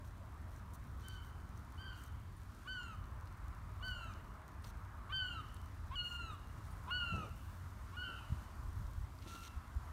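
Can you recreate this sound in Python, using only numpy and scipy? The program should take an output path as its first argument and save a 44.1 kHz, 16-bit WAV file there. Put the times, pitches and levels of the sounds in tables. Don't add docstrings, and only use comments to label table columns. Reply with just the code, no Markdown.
import sys
import numpy as np
from scipy import signal
from scipy.fft import rfft, irfft, next_fast_len
from scipy.io import wavfile
from scipy.ndimage import uniform_filter1d, map_coordinates

SR = 44100
rng = np.random.default_rng(int(sys.argv[2]) if len(sys.argv) > 2 else 0)


def dump_mix(stems):
    frames = np.atleast_2d(stems).T
    limited = np.clip(frames, -1, 1)
    pcm = np.round(limited * 32767).astype(np.int16)
    wavfile.write(sys.argv[1], SR, pcm)


N = 437472
TIME = np.arange(N) / SR

# f/Hz, level/dB
AIR_TONE = [(110, -8.5), (180, 0.5), (262, -2), (477, -12.5), (575, -12), (851, -8), (1010, -3),
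            (1290, -4.5), (2670, -22.5), (4100, -25.5), (7760, -29.5), (9350, -29.5), (10500, -32.5),
            (14900, -33), (15800, -67)]
# t/s, level/dB
ROAD_SWELL = [(0.0, -66), (.95, -66.5), (2.0, -60.5), (2.25, -71), (2.96, -66), (3.34, -55.5), (3.6, -63),
              (4.0, -58.5), (5.4, -58.5), (5.72, -63.5), (6.4, -60.5), (6.88, -56.5), (7.55, -68),
              (8.35, -56.5), (9.15, -69.5), (9.92, -56)]
# t/s, level/dB
HISS_SWELL = [(0.0, -79), (1.1, -79), (2.0, -77), (2.25, -80.5), (2.6, -72.5), (3.0, -80.5), (4.0, -76),
              (4.4, -79.5), (5.05, -78.5), (5.5, -74.5), (6.05, -77.5), (6.9, -72), (7.7, -73),
              (8.2, -69.5), (9.1, -75), (9.31, -67.5), (9.65, -74), (9.92, -72.5)]
# t/s, level/dB
DRONE_SWELL = [(0, -69.5), (.5, -72), (1, -86.5), (3.6, -75), (4.1, -67.5), (4.4, -71.5), (4.8, -78),
               (6.8, -78), (7.2, -64.5), (7.6, -76), (8.2, -73), (9.92, -81)]
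# t/s, level/dB
BREEZE_SWELL = [(0.0, -50.5), (.6, -51), (1.25, -49), (1.7, -51.5), (2.4, -48.5), (2.58, -56.5),
                (2.9, -50.5), (4.3, -50), (4.43, -59), (4.6, -49), (5.4, -50.5), (5.7, -49.5), (6.8, -49.5),
                (7.35, -49.5), (8.5, -54.5), (8.8, -47.5), (9.45, -54), (9.92, -51)]
# f/Hz, level/dB
BREEZE_TONE = [(20, -19.5), (30, -23), (40, 0), (55, 0.5), (80, 2), (100, 0), (125, -8), (160, -16.5),
               (210, -25.5), (300, -55)]
# t/s, half length/s, level/dB
WIND_GUSTS = [(0.968, 0.029, -48), (3.144, 0.025, -48), (3.504, 0.023, -42.5), (3.9, 0.12, -48),
              (5.786, 0.021, -51), (7.808, 0.036, -45), (8.36, 0.052, -43), (8.676, 0.036, -41.5),
              (8.852, .045, -41.5), (9.003, .04, -38.5), (9.568, 0.028, -41), (9.772, 0.016, -36.5)]
# f/Hz, level/dB
GUST_TONE = [(15, -22), (28, -8), (45, 3), (70, 10), (100, -10), (160, -29), (300, -61)]
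# f/Hz, level/dB
GRASS_TONE = [(400, -19), (1500, -8), (2800, 0.5), (4200, 4), (4900, -9.5), (5800, 3), (7500, -5.5),
              (9400, -3), (10400, -13.5), (12000, -6.5), (15500, -12.5)]
# t/s, length/s, level/dB, brightness/(dB per octave)
GRASS_STROKES = [(0.042, 0.053, -72, 4), (0.516, 0.087, -73.5, 4), (0.732, 0.033, -62.5, 9),
                 (0.993, 0.19, -70.5, 0.5), (1.217, 0.089, -72.5, 7), (1.958, 0.13, -69, 6),
                 (3.844, 0.076, -68, 7), (4.1, .07, -81, -5), (4.636, 0.079, -65.5, 2.5),
                 (6.032, 0.14, -69.5, 5), (6.634, 0.055, -73, 3), (7.13, 0.15, -72, 0),
                 (7.354, 0.24, -72, 10), (8.284, 0.17, -74, 3), (9.214, 0.082, -67, -8),
                 (9.271, .1, -60, -1.5), (9.367, 0.068, -64.5, 1.5), (9.426, 0.061, -59, -2)]
# t/s, level/dB, middle f/Hz
STALK_SNAPS = [(0.562, -55, 6060), (0.7362, -51, 9390), (0.747, -56, 9200), (1.0836, -39.5, 8200),
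               (1.1099, -62, 4610), (1.2471, -63, 3690), (1.575, -51, 6140), (1.9574, -57, 4370),
               (2.0368, -47, 9470), (2.078, -59, 4000), (2.831, -52, 4170), (3.0405, -56, 4140),
               (3.273, -52, 4220), (3.8821, -49, 4460), (4.137, -49.5, 4440), (4.643, -42.5, 3820),
               (4.6475, -47, 4500), (5.4864, -57, 4130), (5.5433, -49, 9090), (5.567, -51, 3385),
               (6.1235, -54, 5400), (7.1547, -56, 6310), (7.1628, -49, 5500), (8.8677, -53, 4000),
               (9.188, -52, 4040), (9.224, -47.5, 4000), (9.2805, -46, 3770), (9.4777, -49, 6380)]
# t/s, length/s, pitch f/Hz, scoop up/Hz, settling time/s, lift at the crest/Hz, sag/(Hz per s),
# final drop/Hz, level/dB of partials 1, 2, 3 and upper (four columns), fading of partials 1 and 3/dB
BIRD_MEWS = [(1.03, .215, 1580, 88.5, .028, -0.5, 558, 200, -67, -63.5, -82, -89, 2),
             (1.776, 0.22, 1649, 181.5, .028, 8.5, 1350, 85, -61.5, -59.5, -75.5, -91, 8),
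             (2.673, 0.3, 1541, 76.5, 0.032, 41.5, 801, 160, -49, -51, -68, -76.5, 10),
             (3.824, 0.34, 1537, 79, 0.03, 35, 831, 200, -52, -52, -67.5, -78, 13),
             (5.121, .315, 1586, 86.5, 0.025, 12.5, 801, 256, -47, -42.5, -62.5, -79, 6.5),
             (5.953, .42, 1450, -230, 0.0049, -0.5, 188, 335, -57, -45, -65.5, -75.5, -7),
             (6.905, .392, 1482, 105, .028, 43, 559, 183, -45, -44, -64.5, -79, 15),
             (7.966, 0.3, 1467, 54, .012, 29, 696, 128, -49.5, -53.5, -74, -92, 32),
             (9.259, 0.44, 1400, 75.5, 0.047, -1.5, 310, 129, -60.5, -67.5, -83, -95.5, 18)]
START_DIP_DB = [1.5, 5.5, 4.2, 7.4]
CREST_GAIN_DB = [1.5, 2.5, 11, -1.5]
DROP_LOSS_DB = [-0.5, 5, 10, -3]
# multiple of the pitch, level/dB
UPPER_PARTIALS = [(4, 3.5), (5, 2), (6, -6), (7, -5)]
# f/Hz, level/dB
THROAT_TONE = [(4600, -16), (5400, -21), (6000, -4.5), (7100, 3), (7700, 0.5), (8300, 4), (8800, -1),
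               (9500, -12), (11500, -3)]
# echo level/dB, echo pitch shift/%
FLIGHT_ECHOES = [(2, -0.6), (3, 0.5), (-8, 0.5), (-6, 0.4), (-8, -.5), (-8, 0), (-7.5, 0.5), (0, 3.5),
                 (0.5, 2.5)]
# delay of the clear echo/s, its level/dB, extra pitch shift/%
TREE_GROUPS = [(.045, -2, 0), (0.076, -23, -1.1), (0.116, -13, 0.47), (.165, -14, 2.5), (.44, -26.5, -0.36)]
# f/Hz, time to fade by 60 dB/s
TREE_RING = [(500, 0.42), (1400, 0.66), (3000, 1), (4500, 1), (8000, 0.62)]
# t/s, level/dB
WIRE_PINGS = [(2.366, -67.5), (4.621, -69), (6.668, -73), (6.715, -62)]
# t/s, length/s, starting f/Hz, level/dB
BIRD_CROAKS = [(2.648, 0.033, 510, -51.5), (3.799, .028, 498, -51.5), (5.087, 0.042, 523, -46),
               (5.903, 0.05, 475, -45), (6.87, 0.044, 464, -44), (7.92, 0.045, 509, -52.5)]
# f/Hz, level/dB
CROAK_TONE = [(550, -23), (950, 14), (1250, 2), (1700, -11), (2300, -7), (3000, -9), (3500, -10.5),
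              (4600, -27), (7000, -45)]
# t/s, length/s, level/dB, upper edge f/Hz
DULL_BUMPS = [(4.644, .022, -63, 1500), (7.113, 0.14, -45, 187), (7.118, 0.21, -57.5, 776),
              (8.036, 0.018, -66, 390), (8.088, 0.027, -58.5, 450), (8.294, 0.085, -49, 168),
              (8.321, 0.0299, -39.5, 125), (9.261, 0.023, -56, 420), (9.343, 0.021, -58, 420)]


def amp(db):
    return 10 ** (np.asarray(db) / 20)


def unit(x):
    return x / np.sqrt(np.mean(x ** 2) + 1e-20)


def read(points, hz):
    f, value = np.transpose(points)
    return np.interp(np.log(hz + 1), np.log(f + 1), value)


def add(mix, s, sound):
    part = mix[max(round(s * SR), 0):][:len(sound)]
    part += sound[:len(part)]


def colour(x, tone, tilt_db=0):
    size = next_fast_len(len(x))
    hz = np.fft.rfftfreq(size, 1 / SR)
    gain_db = read(tone, hz) + tilt_db * np.log2(np.maximum(hz, 1000) / 1000)
    return unit(irfft(rfft(x, size) * amp(gain_db), size)[:len(x)])


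def waver(size, hz):
    knots = rng.standard_normal(1024)
    coarse = np.arange(0, size + 20, 20)
    curve = map_coordinates(knots, [coarse * 2 * hz / SR], order=3, mode="wrap")
    return np.interp(np.arange(size), coarse, curve)


def fade(t, rise, fall):
    fade_in = np.sin(np.pi / 2 * np.clip((t - t[0]) / rise, 0, 1)) ** 2
    fade_out = np.sin(np.pi / 2 * np.clip((t[-1] - t) / fall, 0, 1)) ** 2
    return fade_in * fade_out


def road_and_air(level_db=-59, patch_db=0.89, hiss_follow=0.76):
    noise = colour(rng.standard_normal(N), AIR_TONE)
    hz, frame_s, bands = signal.stft(noise, SR, nperseg=1024, noverlap=768)
    road, hiss = (np.interp(frame_s, s, db - np.median(db))
                  for s, db in (np.transpose(ROAD_SWELL), np.transpose(HISS_SWELL)))
    road_share = read([(350, 0.0), (800, 0.4), (1600, 0.32), (3000, 0.017)], hz)[:, None]
    hiss_share = read([(2000, 0), (5000, 0.93)], hz)[:, None]
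    patches = uniform_filter1d(rng.standard_normal(bands.shape), size=8, axis=0)
    patches = unit(uniform_filter1d(patches, size=14, axis=1))
    swell_db = road_share * road + hiss_follow * hiss_share * hiss
    bands = bands * amp(swell_db + patch_db * patches * (1.5 - hiss_share / 2))
    return amp(level_db) * signal.istft(bands, SR, nperseg=1024, noverlap=768)[1][:N]


def drone(hz=630, unsteadiness=.06, gain_db=-1):
    phase = 2 * np.pi * np.cumsum(hz * (1 + unsteadiness * waver(N, hz=40.3))) / SR
    tone = unit(np.sin(phase) * (1 + .5 * waver(N, hz=12)))
    return amp(gain_db + np.interp(TIME, *np.transpose(DRONE_SWELL))) * tone


def rumble(tone, evenness):
    noise = colour(rng.standard_normal(N), tone)
    strength = np.sqrt(uniform_filter1d(noise ** 2, size=4000))
    return unit(noise / strength ** evenness)


def wind(breeze_db=0.5, eddy_db=1.66):
    breeze = amp(breeze_db + np.interp(TIME, *np.transpose(BREEZE_SWELL)) + eddy_db * waver(N, hz=7))
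    gusts = sum(amp(db) * np.exp(-((TIME - s) / half_s) ** 2) for s, half_s, db in WIND_GUSTS)
    return breeze * rumble(BREEZE_TONE, evenness=0.44) + gusts * rumble(GUST_TONE, evenness=1.0)


def crackle(size, per_s, spread_db):
    at = np.flatnonzero(rng.random(size) < per_s / SR)
    clicks = np.zeros(size)
    clicks[at] = rng.standard_normal(len(at)) * amp(spread_db * np.minimum(rng.exponential(1, len(at)), 4))
    return clicks


def grass(tick_db=-80):
    ticks = crackle(N, per_s=160, spread_db=2.4)
    out = amp(tick_db) * colour(ticks, GRASS_TONE, tilt_db=5.5)
    for s, length, level_db, tilt_db in GRASS_STROKES:
        t = np.arange(0, length, 1 / SR)
        rustle = colour(crackle(len(t), per_s=7000, spread_db=2.5), GRASS_TONE, tilt_db)
        add(out, s, amp(level_db) * rustle * fade(t, rise=0.0052, fall=0.0079))
    return out


def snaps(gain_db=-1, ring_s=0.012, side_db=-15):
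    out, t = np.zeros(N), np.arange(4096) / SR
    for s, level_db, hz in STALK_SNAPS:
        tone = [(hz / 4, 3 * side_db), (hz / 2, side_db), (hz, 0),
                (hz * 2, side_db), (hz * 4, 1.4 * side_db)]
        crack = colour(rng.standard_normal(len(t)), tone)
        crack *= amp(-60 * t / ring_s) * fade(t, rise=0.00086, fall=.01)
        add(out, s, amp(level_db + gain_db) * crack / abs(crack).max())
    return out


def flutter(phase, depth, hz=24):
    side_paths = waver(len(phase), hz) * np.sin(phase) + waver(len(phase), hz) * np.cos(phase)
    return np.sin(phase) + depth * side_paths


def mew(length, pitch_hz, scoop_hz, settle_s, lift_hz, sag_hz_per_s, drop_hz,
        first_db, second_db, third_db, upper_db, fade_db):
    crest_s, crest_width_s = 0.0541, 0.0396
    second_fade_db, upper_fade_db, shimmer_db = 28, 2, 3
    t = np.arange(0, length, 1 / SR)
    progress = t / length
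    unsettled = np.exp(-t / settle_s)
    crest = np.exp(-((t - crest_s) / crest_width_s) ** 2)
    dropping = progress ** 6
    hz = pitch_hz - scoop_hz * unsettled + lift_hz * crest - sag_hz_per_s * t - drop_hz * dropping
    wobble = 1 + 0.0035 * waver(len(t), hz=105.5) + .0012 * waver(len(t), hz=14.3)
    phase = 2 * np.pi * np.cumsum(hz * wobble) / SR
    levels = (first_db, second_db, third_db, upper_db)
    losses = (fade_db, second_fade_db, fade_db, upper_fade_db)
    *lower, upper = (
        db - dip * unsettled + push * crest - loss * progress ** 2 - dulling * dropping
        for db, dip, push, loss, dulling in zip(levels, START_DIP_DB, CREST_GAIN_DB, losses, DROP_LOSS_DB))
    flutter_depth = 0.38 * (.5 + progress)
    voice = sum(amp(db) * flutter(k * phase, flutter_depth) for k, db in enumerate(lower, 1))
    for k, db in UPPER_PARTIALS:
        shimmer = shimmer_db * (waver(len(t), hz=20.7) - .5)
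        voice += amp(upper + db + read(THROAT_TONE, k * hz) + shimmer) * np.sin(k * phase)
    return np.sqrt(2) * voice * fade(t, rise=0.0039, fall=0.044)


def doppler(x, percent):
    return np.interp(np.arange(0, len(x) - 1, 1 + percent / 100), np.arange(len(x)), x)


def trees(x, far_db=-14, near_db=-16, near_ring_s=0.27, echoes_per_s=2000):
    t = np.arange(SR) / SR
    echoes = rng.choice([-1., 1.], len(t)) * (rng.random(len(t)) < echoes_per_s / SR)
    echoes *= np.clip((t - .02) / 0.028, 0, 1)
    hz, frame_s, bands = signal.stft(echoes, SR, nperseg=256)
    decay = amp(-60 * frame_s / read(TREE_RING, hz)[:, None])
    far = signal.istft(bands * decay, SR, nperseg=256)[1][:len(t)]
    near = echoes * amp(-60 * t / near_ring_s)
    ring = amp(far_db) * far / np.linalg.norm(far) + amp(near_db) * near / np.linalg.norm(near)
    return signal.oaconvolve(x, ring)[:N]


def bird(echo_db=-2.5, dull_hz=4500):
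    mews = [(s, mew(*shape)) for s, *shape in BIRD_MEWS]
    croaks = [(s, croak(*shape)) for s, *shape in BIRD_CROAKS]
    direct, echoes = np.zeros(N), np.zeros(N)
    for s, sound in mews + croaks:
        add(direct, s, sound)
    for delay, clear_db, extra_shift in TREE_GROUPS:
        at_trees = np.zeros(N)
        for (s, sound), (db, shift) in zip(mews, FLIGHT_ECHOES):
            add(at_trees, s, amp(db) * doppler(sound, shift + extra_shift))
        echoes += trees(at_trees)
        add(echoes, delay, amp(clear_db) * at_trees)
    return direct + amp(echo_db) * signal.sosfilt(signal.butter(2, dull_hz, fs=SR, output="sos"), echoes)


def croak(length, hz, level_db, climb=0.22, roughness=0.02, swell_db=7.4):
    t = np.arange(0, length, 1 / SR)
    pitch = hz * (1 + climb * t / length) * (1 + roughness * waver(len(t), hz=348))
    phase = 2 * np.pi * np.cumsum(pitch) / SR
    voice = sum(amp(read(CROAK_TONE, k * pitch)) * np.sin(k * phase) for k in range(1, 11))
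    return amp(level_db - swell_db * (1 - t / length)) * unit(voice) * fade(t, rise=0.014, fall=0.0013)


def pings(hz=9300, ring_s=0.086):
    out, t = np.zeros(N), np.arange(4096) / SR
    tone = [(hz * .7, -30), (hz * .94, -16), (hz, 0), (hz * 1.06, -18), (hz * 1.6, -26)]
    for s, level_db in WIRE_PINGS:
        ring = colour(rng.standard_normal(len(t)), tone)
        add(out, s, amp(level_db - 60 * t / ring_s) * ring * fade(t, rise=0.0013, fall=.01))
    return out


def bumps(gain_db=1, lowest_hz=70):
    out = np.zeros(N)
    for s, length, level_db, top_hz in DULL_BUMPS:
        t = np.arange(0, length, 1 / SR)
        low_band = signal.butter(3, [lowest_hz, top_hz], "band", fs=SR, output="sos")
        push = signal.sosfilt(low_band, rng.standard_normal(SR))[-len(t):]
        push *= fade(t, rise=length * 0.13, fall=length * 0.39)
        add(out, s, amp(level_db + gain_db) * unit(push))
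    return out


def scene():
    return (bird() + road_and_air() + drone() + wind() + grass() + snaps() + pings() + bumps())[None]


def record(dry, top_hz=15780):
    return signal.oaconvolve(dry, signal.firwin(511, top_hz, window=("kaiser", 9), fs=SR)[None], "same")


dry = scene()
out = record(dry)
dump_mix(out)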